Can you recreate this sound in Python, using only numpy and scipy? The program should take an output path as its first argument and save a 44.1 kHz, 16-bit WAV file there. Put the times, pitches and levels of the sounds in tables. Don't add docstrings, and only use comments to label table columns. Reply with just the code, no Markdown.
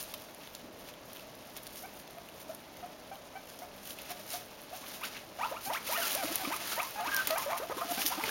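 import sys
import numpy as np
from scipy import signal
from scipy.fft import rfft, irfft
from scipy.io import wavfile

SR = 44100
rng = np.random.default_rng(int(sys.argv[2]) if len(sys.argv) > 2 else 0)


def dump_mix(stems):
    frames = np.atleast_2d(stems).T
    limited = np.clip(frames, -1, 1)
    pcm = np.round(limited * 32767).astype(np.int16)
    wavfile.write(sys.argv[1], SR, pcm)


N = 366030


def undb(db):
    return 10 ** (np.asarray(db) / 20)


def level(x, db=0):
    return x * undb(db) / np.sqrt(np.mean(x ** 2))


def seconds(length):
    return np.arange(int(length * SR)) / SR


def add(out, start_s, x):
    i = int(start_s * SR)
    out[i:i + len(x)] += x[:max(N - i, 0)]


def gain_at(spectrum, hz):
    knots_hz, db = np.transpose(spectrum)
    return undb(np.interp(np.log(hz + 1), np.log(knots_hz), db))


def ring(x, hz, width_hz):
    return signal.lfilter(*signal.iirpeak(hz, hz / width_hz, fs=SR), x)


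def band(x, hz, width_hz):
    return ring(ring(x, hz, width_hz), hz, width_hz)


def wander(rate_hz, size):
    place = np.arange(size) * rate_hz / SR
    knots = rng.standard_normal(int(place[-1]) + 2)
    return np.interp(place, np.arange(len(knots)), knots)


def decay(t, t60_s):
    return np.exp(-np.log(1000) * t / t60_s)


# frequency_hz, relative_db
AIR_SPECTRUM = [(15, -37), (25, -11), (92, -9), (198, -6), (223, -7), (256, -4), (347, -6.5), (606, -6),
                (665, -7.5), (879, -7.5), (1060, -10.5), (1650, -16), (2450, -18), (3810, -21),
                (6500, -23.5), (8450, -31), (14300, -120)]
# centre_hz, half_width_hz (of each filter stage), level_db
ROOM_MODES = [(201.5, 9.7, -69.5), (257.5, 32, -69.5), (321.6, 13, -71.5), (612, 68, -58.5)]


def room_tone(air_db=-53, hiss_db=-68):
    shape = gain_at(AIR_SPECTRUM, np.fft.rfftfreq(N, 1 / SR))
    air = level(irfft(rfft(rng.standard_normal(N)) * shape, N), air_db)
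    hum = sum(level(band(rng.standard_normal(N), hz, 2 * half_width_hz), db)
              for hz, half_width_hz, db in ROOM_MODES)
    return air + hum + level(rng.standard_normal(N), hiss_db)


def reverberate(x, cage_db, room_db, cage_t60_s, room_t60_s=0.35):
    t = seconds(0.32)
    response = np.zeros(len(t))
    for db, t60_s in ((cage_db, cage_t60_s), (room_db, room_t60_s)):
        tail = rng.standard_normal(len(t)) * decay(t, t60_s) * (t > .002)
        response += undb(db) * tail / np.linalg.norm(tail)
    return x + signal.fftconvolve(x, response)[:N]


# time_s, level_db
HAY_STIR = [(0, -56.5), (.35, -61), (.72, -65), (1.0, -63), (1.5, -60), (2.15, -61.5), (3.35, -61),
            (3.75, -60.5), (4.2, -55), (4.5, -59), (5.32, -59.5), (5.82, -53), (6.25, -43), (6.5, -46),
            (7.0, -50.5), (7.25, -46.5), (7.7, -53), (8.0, -44.5), (8.3, -45.5)]
# peak_s, length_s, level_db, crunch_db (boost of the thick stalks)
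HAY_SHOVES = [(0.001, 0.071, -41.5, -11), (0.11, 0.052, -50.5, -9), (0.236, 0.078, -55.5, -18),
              (0.436, 0.056, -57, 3), (0.542, 0.082, -57, 0), (0.806, .04, -57, 0), (0.883, .06, -56, 0),
              (1.157, 0.14, -58, -1), (1.57, 0.024, -52.5, 0), (1.672, 0.027, -56, 2),
              (1.79, 0.11, -49.5, -14), (1.966, 0.076, -54, -9), (2.405, 0.036, -51, -9),
              (2.51, 0.039, -56, -4), (3.519, 0.074, -53, -6), (3.622, 0.056, -55, -11),
              (3.885, 0.088, -47, -8.5), (4.015, 0.077, -54.5, 1.5), (4.107, 0.032, -48.5, 1),
              (4.337, 0.081, -39.5, -8), (4.77, 0.081, -49, -2), (4.907, 0.16, -50, -0.5),
              (5.056, 0.041, -46.5, 2), (5.156, 0.083, -56.5, 9), (5.469, .11, -50.5, 2.5),
              (5.658, 0.056, -41, -9), (5.748, 0.041, -41.5, -4), (5.916, 0.089, -38.5, -3.5),
              (6.072, 0.17, -36, -4.5), (6.365, 0.11, -44.5, -19), (6.56, 0.026, -43.5, -11),
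              (6.718, 0.086, -39.5, -1.5), (6.852, 0.075, -46, -15), (7.161, 0.13, -43, 2),
              (7.286, 0.083, -50.5, 9), (7.41, 0.058, -40.5, -3.5), (7.517, 0.017, -43, -5),
              (7.582, 0.015, -42.5, -2), (7.78, 0.03, -45, -6), (7.932, 0.072, -42, -7),
              (8.015, .04, -33.5, -7.5), (8.075, .026, -32.5, -12), (8.121, 0.018, -40.5, -5),
              (8.265, 0.047, -49, 10)]


def movement(rise_share=.48, stir_crunch_db=0.5):
    t = np.arange(N) / SR
    power = undb(np.interp(t, *np.transpose(HAY_STIR))) ** 2
    thick_power = power * undb(stir_crunch_db) ** 2
    for peak_s, length_s, db, crunch_db in HAY_SHOVES:
        width_s = length_s * np.where(t < peak_s, rise_share, 1 - rise_share)
        shove = undb(db) ** 2 * np.exp(-np.minimum(((t - peak_s) / width_s) ** 2, 20))
        power += shove
        thick_power += shove * undb(crunch_db) ** 2
    return 10 * np.log10(power), 10 * np.log10(thick_power / power)


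def tray_rumble(relative_db=-24, movement_cap_db=-43):
    rumble = level(band(rng.standard_normal(N), hz=90, width_hz=150), relative_db)
    move_db, _ = movement()
    return rumble * undb(np.minimum(move_db, movement_cap_db))


# frequency_hz, relative_db, t60_s
TRAY_MODES = [(125, -3, 0.16), (211, -9, 0.12), (290, 9.5, 0.082), (321, 3, 0.066), (593, 6, 0.07),
              (920, -7, .04)]
# start_s, peak_db
PAW_STEPS = [(0.614, -50), (0.638, -42), (.655, -42), (.685, -46), (5.675, -38.5), (6.14, -39.5),
             (7.072, -38), (7.274, -36), (7.848, -37), (8.238, -35)]


def paw_steps(contact_s=0.0088):
    out, t = np.zeros(N), seconds(.15)
    tray = sum(undb(db) * np.cos(2 * np.pi * hz * t) * decay(t, t60_s) for hz, db, t60_s in TRAY_MODES)
    for start_s, db in PAW_STEPS:
        force = rng.standard_normal(len(t)) * np.exp(-t / contact_s)
        bump = signal.fftconvolve(tray, force)
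        add(out, start_s, undb(db) * bump / np.abs(bump).max())
    return out


def impulses(per_s, spread_db):
    size = undb(spread_db * np.minimum(rng.exponential(size=N), 3.6))
    return (rng.random(N) < per_s / SR) * size * rng.choice([-1, 1], N)


# centre_hz, width_hz, relative_db
STEM_MODES = [(2700, 200, 2.5), (2980, 220, -5), (3460, 320, -3), (5400, 350, -6.5), (6240, 410, 0.5)]


def stem_knocks(knocks_per_s=45, relative_db=-9, movement_cap_db=-50):
    move_db, crunch_db = movement()
    knocks = sum(undb(db) * level(ring(impulses(knocks_per_s, spread_db=1.7), hz, width_hz))
                 for hz, width_hz, db in STEM_MODES)
    return level(knocks, relative_db) * undb(np.minimum(move_db + crunch_db, movement_cap_db))


def fracture(hz, width_hz, splinter_s, brightness):
    t = seconds(0.068)
    fibres = rng.choice([-1, 1], len(t)) * np.exp(-t / splinter_s)
    body = ring(fibres, hz, width_hz)
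    edge = ring(fibres, hz=12000, width_hz=8000)
    crack = body / np.abs(body).max() + brightness * edge / np.abs(edge).max()
    return crack / np.abs(crack).max()


# start_s, peak_db, ring_hz
STALK_BITES = [(.888, -39, 2800), (.939, -37, 3300), (1.1625, -33, 3100), (1.1695, -33, 3300),
               (1.196, -35, 3000), (1.669, -32, 3270), (1.758, -34, 3200), (2.077, -37, 3640),
               (2.184, -37, 2930), (2.288, -35.5, 2730), (2.77, -34, 6100), (3.156, -35, 3450),
               (5.13, -37, 3300)]


def bites():
    out = np.zeros(N)
    for start_s, db, hz in STALK_BITES:
        add(out, start_s, undb(db) * fracture(hz, width_hz=1200, splinter_s=0.001, brightness=0.76))
    return out


# start_s, peak_db, ring_hz, splinter_s (decay time of the burst)
STALK_SNAPS = [(.028, -24, 9700, .0007), (.139, -29, 3600, 0.0058), (.14, -37.5, 1240, .0039),
               (.139, -28, 9000, 0.0037), (.347, -35.5, 9500, .0009), (.474, -35, 3460, .0015),
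               (.5505, -26, 6300, .001), (1.132, -33.5, 10700, .0017), (1.5668, -28, 6500, 0.0012),
               (1.5725, -29, 12500, 0.0014), (1.632, -37, 11000, .004), (1.668, -29, 7000, .0015),
               (1.674, -29.5, 6500, .0008), (2.109, -37, 10500, .0006), (2.548, -31.5, 12500, .0025),
               (3.59, -32.5, 5600, 0.0017), (3.906, -31, 3870, .003), (3.987, -33, 2750, 0.0044),
               (4.105, -32.5, 12500, 0.0046), (4.117, -30, 6500, .002), (4.304, -29, 6000, .0015),
               (4.618, -34, 10700, .0007), (5.036, -28, 2800, .01), (5.735, -28, 2940, .002),
               (5.975, -23, 3120, .0013), (6.108, -26, 3530, .001), (6.15, -17.5, 9940, 0.0019),
               (6.263, -29, 2280, .001), (6.357, -11, 12300, 0.0005), (6.565, -24, 10900, 0.0009),
               (6.718, -29, 1370, .02), (6.83, -23.5, 9600, .001), (7.146, -15, 11500, .0007),
               (7.1652, -14, 9500, .0007), (7.272, -14, 12500, .0012), (7.276, -18, 12500, .001),
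               (7.274, -26, 2500, .004), (7.307, -16.5, 3770, 0.0022), (7.382, -21, 10900, 0.0022),
               (7.996, -23, 13500, .001), (8.018, -17.5, 2530, 0.0014), (8.057, -18, 5000, .0007),
               (8.062, -15, 5300, 0.0053), (8.238, -20.5, 2370, 0.0027), (8.292, -22, 1680, .002)]


def snaps(damping=0.52, hollow_hz=5500):
    out = np.zeros(N)
    for start_s, db, hz, splinter_s in STALK_SNAPS:
        width_hz = damping * hz * min(hz / hollow_hz, 1)
        add(out, start_s, undb(db) * fracture(hz, width_hz, splinter_s, brightness=0.58))
    return out


# frequency_hz, relative_db
HAY_SPECTRUM = [(250, 0.5), (450, -1), (700, 0.5), (1300, 1.5), (2000, 1), (3100, 4.5), (4300, -0.5),
                (6300, 1.5), (9000, 0.5), (12500, -3.5), (16000, 3.5)]


def rustle(slips_per_s=560, clump_db=1.83, thick_below_hz=4800, thick_boost_db=3.5, tick_gain=0.27):
    move_db, crunch_db = movement()
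    rate = slips_per_s * undb(.5 * (move_db - move_db.mean()))
    fine, thick = np.zeros(N), np.zeros(N)
    for hz in np.geomspace(250, 15000, 17):
        slips = impulses(rate, spread_db=2.5) / np.sqrt(rate)
        stalks = level(ring(slips, hz, 0.5 * hz)) * np.sqrt(hz) * gain_at(HAY_SPECTRUM, hz)
        stalks *= undb(1.45 * wander(40, N))
        thick_share = 1 / (1 + (hz / thick_below_hz) ** 4)
        thick += thick_share * stalks
        fine += (1 - thick_share) * stalks
    hay = (fine + thick * undb(crunch_db + thick_boost_db)) / np.std(fine)
    cracks = impulses(rate / 8, spread_db=6.4) / np.sqrt(rate)
    ticks = level(ring(cracks, hz=12500, width_hz=6000))
    return (hay + tick_gain * ticks) * undb(move_db + clump_db * wander(110, N))


def hut(x, hz=1090, ring_db=-5, smear_db=-3, t60_s=0.13):
    t = seconds(t60_s)
    tail = rng.standard_normal(len(t)) * decay(t, t60_s)
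    reflections = signal.fftconvolve(x, tail / np.linalg.norm(tail))[:N]
    smear = band(reflections, hz, width_hz=700)
    return x + undb(ring_db) * ring(x, hz, width_hz=60) + undb(smear_db) * smear


def wall_echo(x, delay_s=.022, echo_db=-17.5):
    return x + undb(echo_db) * np.pad(x, (int(delay_s * SR), 0))[:N]


# frequency_hz, gain_db
THROAT_RESPONSE = [(200, -12), (700, 2), (1550, -3), (1900, 3.5), (2350, 9), (3050, 8.5), (3900, -11),
                   (9000, -45)]


def rough_tone(length_s, pitches_hz, swell_db, overtone_db, edge_s, hoarse,
               jitter=0.021, shimmer_db=2.0, rolloff_db=11, rasp=0.16, mouth=0.042):
    t = seconds(length_s)
    n, progress = len(t), t / length_s
    knots = np.linspace(0, 1, len(pitches_hz))
    log_pitch = np.polyval(np.polyfit(knots, np.log(pitches_hz), len(knots) - 1), progress)
    strain = np.clip(np.abs(np.gradient(log_pitch, t)) / 9, .68, 1.25)
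    hz = np.exp(log_pitch) * (1 + jitter * strain * wander(289, n))
    phase = 2 * np.pi * np.cumsum(hz) / SR
    throat_shift = np.exp(mouth * wander(20, n))
    overtones = np.zeros(n)
    for k in range(2, 6):
        throat = gain_at(THROAT_RESPONSE, k * hz * throat_shift)
        overtones += undb(overtone_db - rolloff_db * (k - 2)) * throat * np.sin(k * phase)
    gate = np.sin(np.pi / 2 * np.clip(np.minimum(t, length_s - t) / edge_s, 0, 1)) ** 2
    shimmer = undb(shimmer_db * strain * wander(143, n))
    flutter = level(shimmer * (1 + rasp * strain * wander(900, n)))
    firmness = undb(.5 * shimmer_db * strain * wander(263, n) - 3)
    puffs = rng.standard_normal(n) * (1 + np.sin(phase))
    breath = level(band(puffs, hz=1170, width_hz=900))
    tone = np.sin(phase) + firmness * overtones + hoarse * strain * breath
    return tone * gate * flutter * undb(swell_db * (progress - 1))


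# start_s, pitch_hz, relative_db
LOW_BUMPS = [(6.234, 294, -38), (6.296, 307, -39.5), (6.428, 338, -44.5), (6.463, 269, -38),
             (6.487, 345, -43), (7.901, 300, -41), (7.967, 262, -41), (8.036, 283, -42), (8.169, 306, -39)]


def low_bumps():
    out = np.zeros(N)
    for start_s, hz, db in LOW_BUMPS:
        rise_hz = hz * np.array([.8, .98, 1.25])
        bump = rough_tone(0.0345, rise_hz, swell_db=0, overtone_db=-6, edge_s=0.016, hoarse=0.13,
                          jitter=0.056, rasp=0.12)
        add(out, start_s, undb(db) * bump)
    return out


# start_s, pitch_hz, relative_db, overtone_db
CHUT_CALLS = [(1.833, 756, -45, -5.5), (2.166, 680, -47, -17), (2.49, 663, -43, -26),
              (2.825, 713, -42, -17), (3.11, 776, -43.5, -10), (3.351, 765, -42, -6.5),
              (3.616, 727, -44.5, -9), (4.099, 715, -44, -13), (4.334, 720, -41.5, -17),
              (4.726, 740, -42.5, -21), (4.825, 1123, -51, -13), (6.275, 675, -41.5, -18),
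              (6.605, 695, -47, -18), (7.973, 785, -39.5, -1.5), (8.229, 443, -43.5, 2),
              (8.275, 435, -42, -1)]


def chuts():
    out = np.zeros(N)
    for start_s, hz, db, overtone_db in CHUT_CALLS:
        arch_hz = hz * np.array([.9, 1.01, 1.0])
        chut = rough_tone(.031, arch_hz, swell_db=-2, overtone_db=overtone_db, edge_s=.006, hoarse=.16,
                          jitter=.016, shimmer_db=1.5, rolloff_db=9.5, rasp=.09, mouth=.04)
        add(out, start_s, undb(db) * chut)
    return out


# time_s, breath_gain
BREATHINESS = [(5.7, .12), (6.5, .27)]
# start_s, length_s, first_hz, last_hz, relative_db, swell_db, overtone_db
SQUEAK_CALLS = [(5.014, 0.035, 940, 1560, -43, 1, -7), (5.386, 0.067, 625, 1473, -36.5, 1.5, -9),
                (5.511, 0.07, 427, 1470, -45, -5, -8), (5.696, 0.061, 471, 1196, -39.5, -1.5, -8),
                (5.746, .033, 1064, 2425, -37, 0, -8), (5.888, .085, 465.5, 1535, -38, 2.5, -5.5),
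                (5.961, 0.039, 1890, 1720, -42, -5, -16), (6.015, 0.035, 1565, 1327, -40, -3, -7),
                (6.15, 0.031, 534, 760, -42, -4, -18), (6.503, 0.041, 587, 1346, -37.5, -1, -8),
                (6.777, 0.081, 569, 1155, -43.5, -6, -13), (7.078, 0.024, 1330, 1700, -38, 5, -22),
                (7.116, .092, 1655, 1523, -33.5, 0.5, -18), (7.207, .014, 1540, 1200, -37.5, -4, -20),
                (7.382, .012, 1113, 1040, -34.5, 0, -18), (7.529, 0.0086, 1047, 1230, -29.5, -0.5, -12),
                (7.417, 0.028, 747, 1300, -42.5, 3, -10), (7.599, 0.056, 416, 757, -41.5, -4, -15),
                (7.696, 0.033, 368, 643, -37.5, 1, 0), (7.767, 0.026, 280, 616, -42, -4, -11)]
# start_s, length_s, held_hz, last_hz, relative_db, swell_db, overtone_db, bend_exponent
WHINE_CALLS = [(5.427, 0.037, 790, 1034, -36, 0.5, -24, 1.8), (5.66, 0.05, 773, 1020, -36.5, 3, -11.5, 2.9),
               (5.975, 0.031, 675, 660, -36.5, -1, -11, 3), (6.176, 0.064, 786, 620, -35.5, 7, -5, 3.9),
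               (6.395, 0.045, 768, 740, -39, 3, -6, 3), (6.447, 0.0097, 1096, 1230, -37.5, 0, -4, 2),
               (6.763, 0.045, 902, 1423, -34, 11.5, -4.5, 3.4), (6.957, .048, 839, 840, -32, 8, -11.5, 3),
               (7.0, 0.086, 699, 1440, -38.5, -2, -9.5, 3.03),
               (7.303, 0.079, 638, 1048, -37.5, -5.5, -4.5, 4.4),
               (7.46, 0.068, 560, 1216, -37, -1.5, -9, 3.3), (7.52, .056, 680, 1077, -41, -5, -15, 5),
               (7.78, 0.045, 1055, 1360, -38.5, -0.5, -23, 4.2), (7.813, 0.04, 673, 907, -41, -3, -14, 3),
               (7.88, 0.044, 694, 702, -30.5, 14, -22, 3), (8.103, 0.03, 740, 1420, -34, 4, -16, 4.4),
               (8.17, 0.046, 759, 1320, -38.5, 3, -11, 5.5)]


def squeaks_and_whines(squeak_bend=1.05, squeak_opening=0.97, whine_opening=1.036):
    out, progress = np.zeros(N), np.linspace(0, 1, 7)
    glides = [(*row, squeak_bend, squeak_opening) for row in SQUEAK_CALLS]
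    glides += [(*row, whine_opening) for row in WHINE_CALLS]
    for start_s, length_s, first_hz, last_hz, db, swell_db, overtone_db, bend, opening_ratio in glides:
        pitches_hz = first_hz + (last_hz - first_hz) * progress ** bend
        pitches_hz[0] *= opening_ratio
        hoarse = np.interp(start_s, *np.transpose(BREATHINESS))
        call = rough_tone(length_s, pitches_hz, swell_db, overtone_db, edge_s=0.0027, hoarse=hoarse)
        add(out, start_s, undb(db) * call)
    return out


def scene(tone_gain_db=2.0):
    tones = chuts() + low_bumps() + squeaks_and_whines()
    tones = wall_echo(hut(tones)) * undb(tone_gain_db)
    tones = reverberate(tones, cage_db=-14, room_db=-10.5, cage_t60_s=0.083)
    bedding = rustle() + stem_knocks() + snaps() + bites() + paw_steps() + tray_rumble()
    bedding = reverberate(bedding, cage_db=-16.5, room_db=-13, cage_t60_s=0.013)
    return (tones + bedding + room_tone())[None]


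def record(dry, notch_hz=7900, top_hz=16000):
    notched = signal.lfilter(*signal.iirnotch(notch_hz, Q=3.6, fs=SR), dry)
    return signal.sosfilt(signal.ellip(10, .2, 70, top_hz, fs=SR, output="sos"), notched)


dry = scene()
out = record(dry)
dump_mix(out)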